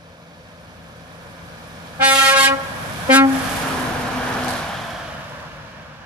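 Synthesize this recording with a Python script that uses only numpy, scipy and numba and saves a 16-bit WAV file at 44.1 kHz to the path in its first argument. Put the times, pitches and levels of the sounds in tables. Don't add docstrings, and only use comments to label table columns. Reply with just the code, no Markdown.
import sys
import numpy as np
from scipy import signal
from scipy.fft import rfft, irfft
from scipy.io import wavfile
from scipy.ndimage import minimum_filter1d
from numba import njit

SR = 44100
rng = np.random.default_rng(int(sys.argv[2]) if len(sys.argv) > 2 else 0)


def log_audio(samples):
    frames = np.atleast_2d(samples).T
    limited = np.clip(frames, -1, 1)
    pcm = np.round(limited * 32767).astype(np.int16)
    wavfile.write(sys.argv[1], SR, pcm)


N = 266805
TIME = np.arange(N) / SR
FREQ = np.maximum(np.fft.rfftfreq(N, 1 / SR), 1)

# time in seconds, lag of the left microphone port in ms, apparent width 0-1.
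BEARING = [(0, 0.2, 0.65), (3.1, 0.19, 1), (3.6, -0.04, 0.8), (4.7, -0.04, 0.65), (5.3, 0.1, 0.78)]

SPEED_M_S, CAB_S, KERB_M, HORN_HEIGHT_M, PHONE_HEIGHT_M = 15, 3.305, 3.9, 4.03, 1.135
SOUND_M_S = 343
MIDDLE_S, ALONGSIDE_S = 4, 1.05
FIRING_HZ = 79.6

FILL_S, BUILD_S, EDGE_HZ, SLACK_EDGE_HZ, EDGE_STEEPNESS = 0.045, 0.042, 20000, 300, 2.5
BARK_S, JITTER, RASP_S = 0.024, 0.0029, 0.011
SAG_S, CREEP_HZ_PER_S = 0.025, 3
CATCH_S, OVERSHOOT_HZ, SETTLE_S = 0.005, 1.5, 0.05
SLACK_HZ, DROOP_HZ_PER_S, DROOP_AFTER_S = 2, 45, 0.06
EASE_S, EASE_HALF_S, EASE_SHARE = 2.35, 0.033, 0.76
STALL_S, SWELL_DB_PER_S, BOOM_DB_PER_S = 0.085, 5.5, 14


def undb(db):
    return 10 ** (np.asarray(db) / 20)


def unit(x):
    return x / np.sqrt(np.mean(x ** 2))


def curves(table):
    s, *columns = np.transpose(table)
    return [np.interp(TIME, s, column) for column in columns]


def shape(points, hz):
    f, db = np.transpose(points)
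    return np.interp(np.log(hz), np.log(f), db)


def colour(x, points):
    return irfft(rfft(x) * undb(shape(points, FREQ)), N)


def delay(x, ms):
    return np.interp(TIME - ms / 1000, TIME, x)


def walk(rate):
    return unit(irfft(rfft(rng.standard_normal(N)) / (1 + (FREQ / rate) ** 4), N))


def along(abreast_s):
    return SPEED_M_S * (TIME - abreast_s)


def doppler(abreast_s):
    x = along(abreast_s)
    return 1 / (1 + SPEED_M_S / SOUND_M_S * x / np.hypot(x, KERB_M))


def passing(*names):
    sources = { "tractor rumble": (3.55, -33, 6.8, 0.01, 0.03),
               "trailer rumble": (4.3, -35.5, 6, 0.01, 0.1), "front churn": (3.85, -32, 3, 0.02, 0.5),
               "rear churn": (4.35, -34.5, 2.5, 0.02, 0.5), "tractor roar": (3.58, -28, 6.5, 0.135, 0.26),
               "trailer roar": (4.35, -27.3, 5.7, 0.14, 0.28), "tractor hiss": (3.55, -35, 5, 0.04, 0.2),
               "trailer hiss": (4.45, -37, 4.6, 0.04, 0.22),
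               "tractor spray": (3.55, -37.5, 4.2, 0.175, 0.75),
               "trailer spray": (4.45, -44, 3.6, 0.17, 0.58), "diesel": (3.2, -42.8, 24, 0.04, 0),
               "tread song": (3.4, -46, 12, 0.01, 0.6), "howl": (4.35, -32, 7, 0.03, 0.55),
               "whistle": (4.8, -44.3, 3, 3, 0.01), }
    power = 0
    for name in names:
        abreast_s, db, reach_m, ahead_db, behind_db = sources[name]
        x = along(abreast_s)
        r = np.hypot(x, reach_m)
        loss_db = np.where(x < 0, ahead_db, behind_db) * (r - reach_m)
        power = power + (undb(db - loss_db) * reach_m / r) ** 2
    return np.sqrt(power)


def diesel():
    hz = FIRING_HZ * doppler(CAB_S)
    phase = 2 * np.pi * np.cumsum(hz * (1 + 0.0068 * walk(11))) / SR
    drone = 0
    for k, order_db in enumerate((-2, 3.5, -21, -36), 1):
        drone = drone + undb(order_db + 2.3 * walk(14)) * np.sin(k * phase)
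    return passing("diesel") * unit(drone), phase


def wide_noise(points, spread_hz):
    lag_ms, width = curves(BEARING)
    likeness = 0.88 / (1 + (FREQ / spread_hz) ** 2)
    mid = irfft(rfft(rng.standard_normal(N)) * np.sqrt(1 + likeness), N)
    side = irfft(rfft(rng.standard_normal(N)) * np.sqrt(1 - likeness), N)
    mid, side = colour(mid, points), width * colour(side, points)
    return np.array([delay(mid + side, lag_ms), mid - side]) / np.std(mid)


def road_noise(firing):
    # frequency in Hz, relative density in dB per Hz.
    rumble_colour = [(25, -32), (42, -31), (52, 1.5), (70, -4.5), (105, 3), (170, -0.5), (230, -0.5),
                     (300, -7.5), (400, -16), (700, -50)]
    churn_colour = [(150, -4), (260, 5.5), (400, 1.5), (500, 8.5), (800, -71)]
    roar_colour = [(380, -67), (480, -3.5), (600, 0.5), (800, -1.5), (1000, 1.5), (1300, -0.5), (1700, 1.5),
                   (2000, -9), (2400, -16), (2900, -10), (5000, -40)]
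    hiss_colour = [(1500, -19.5), (2300, 8), (2850, -2.5), (3200, 2.5), (4200, -0.5), (6000, -5),
                   (7500, -15), (12000, -47)]
    spray_colour = [(4500, -6.5), (7000, -1.5), (10000, -1.5), (12000, -3), (14500, -9)]
    rumble = wide_noise(rumble_colour, spread_hz=400) * passing("tractor rumble", "trailer rumble")
    churn = wide_noise(churn_colour, spread_hz=540) * passing("front churn", "rear churn")
    roar = wide_noise(roar_colour, spread_hz=680) * passing("tractor roar", "trailer roar")
    roar = roar * undb(0.8 * walk(9))
    hiss = wide_noise(hiss_colour, spread_hz=630) * passing("tractor hiss", "trailer hiss")
    hiss = hiss * undb(0.5 * walk(28)) * (1 + 0.093 * np.cos(firing))
    spray = wide_noise(spray_colour, spread_hz=2300) * passing("tractor spray", "trailer spray")
    spray = spray * undb(0.97 * walk(40))
    return rumble + churn + roar + hiss + spray


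def singing(name, far_hz, near_hz, width_hz):
    alongside = 1 / (1 + ((TIME - MIDDLE_S) / ALONGSIDE_S) ** 8)
    phase = 2 * np.pi * np.cumsum(far_hz + (near_hz - far_hz) * alongside) / SR
    band = walk(width_hz / 2) * np.cos(phase) + walk(width_hz / 2) * np.sin(phase)
    tone = passing(name) * unit(band)
    return np.array([delay(tone, curves(BEARING)[0]), tone])


def pressure(t, opens_s, shuts_s, bleed_s):
    rise = (1 - np.exp(-(t - opens_s) / FILL_S)) ** 3
    ease = 1 - EASE_SHARE * np.exp(-((t - EASE_S) / EASE_HALF_S) ** 2)
    bleed = (1 + np.maximum(t - shuts_s, 0) / bleed_s) ** 2
    return np.maximum(rise * ease / bleed, 1e-6)


def reed(t, catches_s, shuts_s, pitch_hz, flat_hz, rasp, air):
    age = t - t[0]
    caught = (1 + np.tanh((t - catches_s) / CATCH_S)) / 2
    pushed = 1 - np.exp(-(age / SAG_S) ** 2)
    hz = pitch_hz + CREEP_HZ_PER_S * age - flat_hz * pushed * (1 - caught)
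    hz = hz + OVERSHOOT_HZ * caught * np.exp(-np.abs(t - catches_s) / SETTLE_S)
    hz = hz + SLACK_HZ * (1 - air) - DROOP_HZ_PER_S * np.maximum(t - shuts_s - DROOP_AFTER_S, 0)
    catching = rasp * np.exp(-((t - catches_s) / RASP_S) ** 2)
    return hz * (1 + JITTER * walk(90)[:len(t)] + catching * walk(260)[:len(t)])


def trumpet(t, hz, edge_hz, bark_share, close, boom_db, ring_db, flutter,
            bounce=0.42, lag_ms=0.35, max_lag_rad=1.8, dispersion=0.06, count=52):
    # frequency in Hz, relative level per partial in dB.
    bell = [(270, -12), (540, -14.5), (810, -12.5), (1080, -12), (1350, -8), (1620, -8), (1900, -11),
            (2700, -13.5), (3800, -17), (5000, -22.5), (7500, -26.5), (10000, -25), (12000, -35),
            (14500, -30)]
    # frequency in Hz, boost from afar in dB, boost from close below in dB.
    bark_points = [(270, 23, -3), (540, 24, 16), (810, 17, -26), (1080, -6, -14), (1620, 2, -12),
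                   (2700, 0, 2)]
    bark = [(f, far_db + close * (close_db - far_db)) for f, far_db, close_db in bark_points]
    phase = 2 * np.pi * np.cumsum(hz) / SR
    r = np.hypot(SPEED_M_S * (t - CAB_S), KERB_M)
    bounced_m = np.hypot(r, HORN_HEIGHT_M + PHONE_HEIGHT_M)
    detour_m = bounced_m - np.hypot(r, HORN_HEIGHT_M - PHONE_HEIGHT_M)
    road = 2 * np.pi * hz * detour_m / SOUND_M_S
    port = 2 * np.pi * hz * lag_ms / 1000
    knots = t[0] + np.arange(32) / 28
    total, centre = 0, np.median(hz)
    for k in range(1, count + 1):
        db = shape(bell, k * centre) + boom_db * (k == 1) + bark_share * shape(bark, k * centre) + k * ring_db
        gain = undb(db) / (1 + (k * centre / edge_hz) ** EDGE_STEEPNESS)
        gain = gain * (1 - np.exp(-((t - t[0]) * k / BUILD_S) ** 2))
        stray = rng.standard_normal((2, len(knots))) + 1j * rng.standard_normal((2, len(knots)))
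        stray = np.array([np.interp(t, knots, row) for row in stray])
        stray = flutter * np.tanh(k * centre / 900) * stray
        lag = max_lag_rad * np.tanh(k * port / max_lag_rad)
        wave = np.exp(1j * (np.array([k * phase - lag, k * phase]) + dispersion * k * k))
        total = total - gain * np.real(wave * (1 + bounce * np.exp(-1j * k * road) + stray))
    return total


def horns(opens_s, catches_s, shuts_s, bleed_s, ring_t60, pitch_hz, flat_hz, rasp, level_db, boom_db, close,
          far_flutter=0.7, near_flutter=0.4, left_db=0.5):
    # frequency in Hz, gain in dB, left minus right in dB.
    close_colour = [(270, -3, -1), (540, 8, -1), (810, 10.5, 0), (1080, 6, 0), (1500, 7.5, 0),
                    (2700, 3.5, 0), (4500, 3.5, 1), (8000, 9, 4), (13000, 12, 2)]
    on = (TIME > opens_s) & (TIME < shuts_s + 0.4)
    t, out = TIME[on], np.zeros((2, N))
    air = pressure(t, opens_s, shuts_s, bleed_s)
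    hz = reed(t, catches_s, shuts_s, pitch_hz, flat_hz, rasp, air)
    edge_hz = EDGE_HZ * air + SLACK_EDGE_HZ * (t > shuts_s)
    bark_share = np.exp(-(t - opens_s) / BARK_S)
    blown_s = np.minimum(t, shuts_s) - opens_s
    ring_db = -60 * np.maximum(t - shuts_s - STALL_S, 0) / ring_t60
    flutter = far_flutter + close * (near_flutter - far_flutter)
    boom_db = boom_db + BOOM_DB_PER_S * blown_s
    tone = trumpet(t, hz, edge_hz, bark_share, close, boom_db, ring_db, flutter)
    out[:, on] = undb(SWELL_DB_PER_S * blown_s) * tone
    ports = []
    for port, side in zip(out, (1, -1)):
        tint = [(f, level_db + side * left_db + close * (db + side * pan_db / 2))
                for f, db, pan_db in close_colour]
        ports.append(colour(port, tint))
    return np.array(ports)


def scatter(x, t60, start_s):
    tail = rng.standard_normal((2, N)) * undb(-60 * TIME / t60) * (1 - np.exp(-(TIME / start_s) ** 2))
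    return signal.fftconvolve(x[None], unit(tail) / np.sqrt(N), axes=1)[:, :N]


def valley(horn, gravel_db=-5, trees_db=-18.5, hedge_db=-16, hedge_s=0.085, hill_db=-26, hill_s=0.3):
    # frequency in Hz, gain in dB.
    foliage = [(100, -1), (270, -3), (600, 8), (1700, 3), (3000, -3), (6000, -5), (14000, -18)]
    treble = colour(horn, [(1500, -26), (3000, -10), (6000, 0)])
    bass = colour(horn, [(270, 0), (600, -6), (3000, -14), (8000, -35)])
    gravel = scatter(treble, t60=0.15, start_s=0.0011)
    trees = scatter(colour(horn, foliage), t60=1.23, start_s=0.033)
    hedge = delay(scatter(bass, t60=0.08, start_s=0.002)[0], 1000 * hedge_s)
    hill = delay(bass, 1000 * hill_s)
    return undb(gravel_db) * gravel + undb(trees_db) * trees + undb(hedge_db) * hedge + undb(hill_db) * hill


def horn_hum(start_s=3.48, end_s=4.66, fade_s=0.22, hum_hz=257, hum_db=-31, abreast_s=3.75):
    hz = hum_hz * doppler(abreast_s) * (1 + 0.018 * walk(27))
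    phase = 2 * np.pi * np.cumsum(hz) / SR
    swell = np.clip(np.minimum(TIME - start_s, end_s - TIME) / fade_s, 0, 1)
    return swell * undb(hum_db + 2.2 * walk(13)) * np.sin(phase)


def grit(decay_s=0.0018, skitter_s=0.03, skitter_db=-13, grain_db=5):
    # time in seconds, level in dB.
    flicks = [(4.339, -32.5), (4.437, -35), (4.445, -31), (4.482, -26), (4.489, -30), (4.511, -33),
              (4.529, -31), (4.536, -34), (4.568, -33), (4.579, -35)]
    # frequency in Hz, relative level in dB.
    stone = [(1500, -30), (4000, 7), (7000, -3), (10500, -3), (14500, -15)]
    bursts, ticks = 0, unit(undb(grain_db * walk(300)))
    for s, db in flicks:
        age = np.abs(TIME - s)
        crack = np.exp(-age / decay_s)
        skitter = undb(skitter_db) * ticks * np.exp(-age / skitter_s)
        bursts = bursts + undb(db) * (TIME > s) * (crack + skitter)
    return bursts * unit(colour(rng.standard_normal((2, N)), stone))


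def scene(close_echo_db=-7.5):
    # valve opens in s, reed catches in s, valve shuts in s, bleed time in s, ring t60 of the
    # fundamental in s, pitch in Hz, pushed flat by Hz, rasp as a share of pitch, level before the swell in dB,
    # extra fundamental at the opening in dB, heard from close below 0-1.
    blasts = [(1.980, 2.032, 2.461, 0.017, 0.2, 268.4, 5, 0.022, -13.3, -10, 0),
              (1.981, 2.145, 2.461, 0.017, 0.2, 270.9, 1.45, 0.012, -16.5, -10, 0),
              (3.076, 3.151, 3.166, 0.02, 0.42, 268.4, 7, 0.024, -6, 15.3, 1)]
    drone, firing = diesel()
    road = road_noise(firing)
    song = singing("tread song", far_hz=725, near_hz=780, width_hz=140)
    howl = singing("howl", far_hz=558, near_hz=745, width_hz=200)
    soundings = [horns(*blast) for blast in blasts]
    to_valley = sum(horn[1] * undb(close_echo_db * blast[-1]) for horn, blast in zip(soundings, blasts))
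    echo = valley(to_valley)
    whistle = singing("whistle", far_hz=2700, near_hz=3400, width_hz=630)
    return drone + road + song + howl + sum(soundings) + echo + horn_hum() + grit() + whistle


@njit
def follow(x, attack, release):
    out, e = np.empty(len(x)), 0.
    for i in range(len(x)):
        e += (x[i] - e) * (attack if x[i] > e else release)
        out[i] = e
    return out


def record(dry, threshold_db=-2.5, release_s=0.06, top_hz=14250):
    # frequency in Hz, left minus right in dB.
    ports = [(60, 2.5), (200, 2), (380, 2), (700, -0.5), (1300, -1), (2400, -2.2), (4300, -1.5), (8000, -8),
             (11000, -13), (14500, -2.5)]
    balance_db = shape(ports, FREQ) / 2
    sound = irfft(rfft(dry) * undb([balance_db, -balance_db]), N)
    peaks = -minimum_filter1d(-np.abs(sound).max(axis=0), size=129)
    envelope = follow(peaks, 0.05, 1 / (release_s * SR))
    sound = sound / np.maximum(envelope / undb(threshold_db), 1) ** 0.7
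    sound = sound / (1 + (sound / 0.97) ** 8) ** (1 / 8)
    low_pass = signal.ellip(10, 0.1, 60, top_hz, fs=SR, output="sos")
    return signal.sosfiltfilt(low_pass, sound)


dry = scene()
out = record(dry)
log_audio(out)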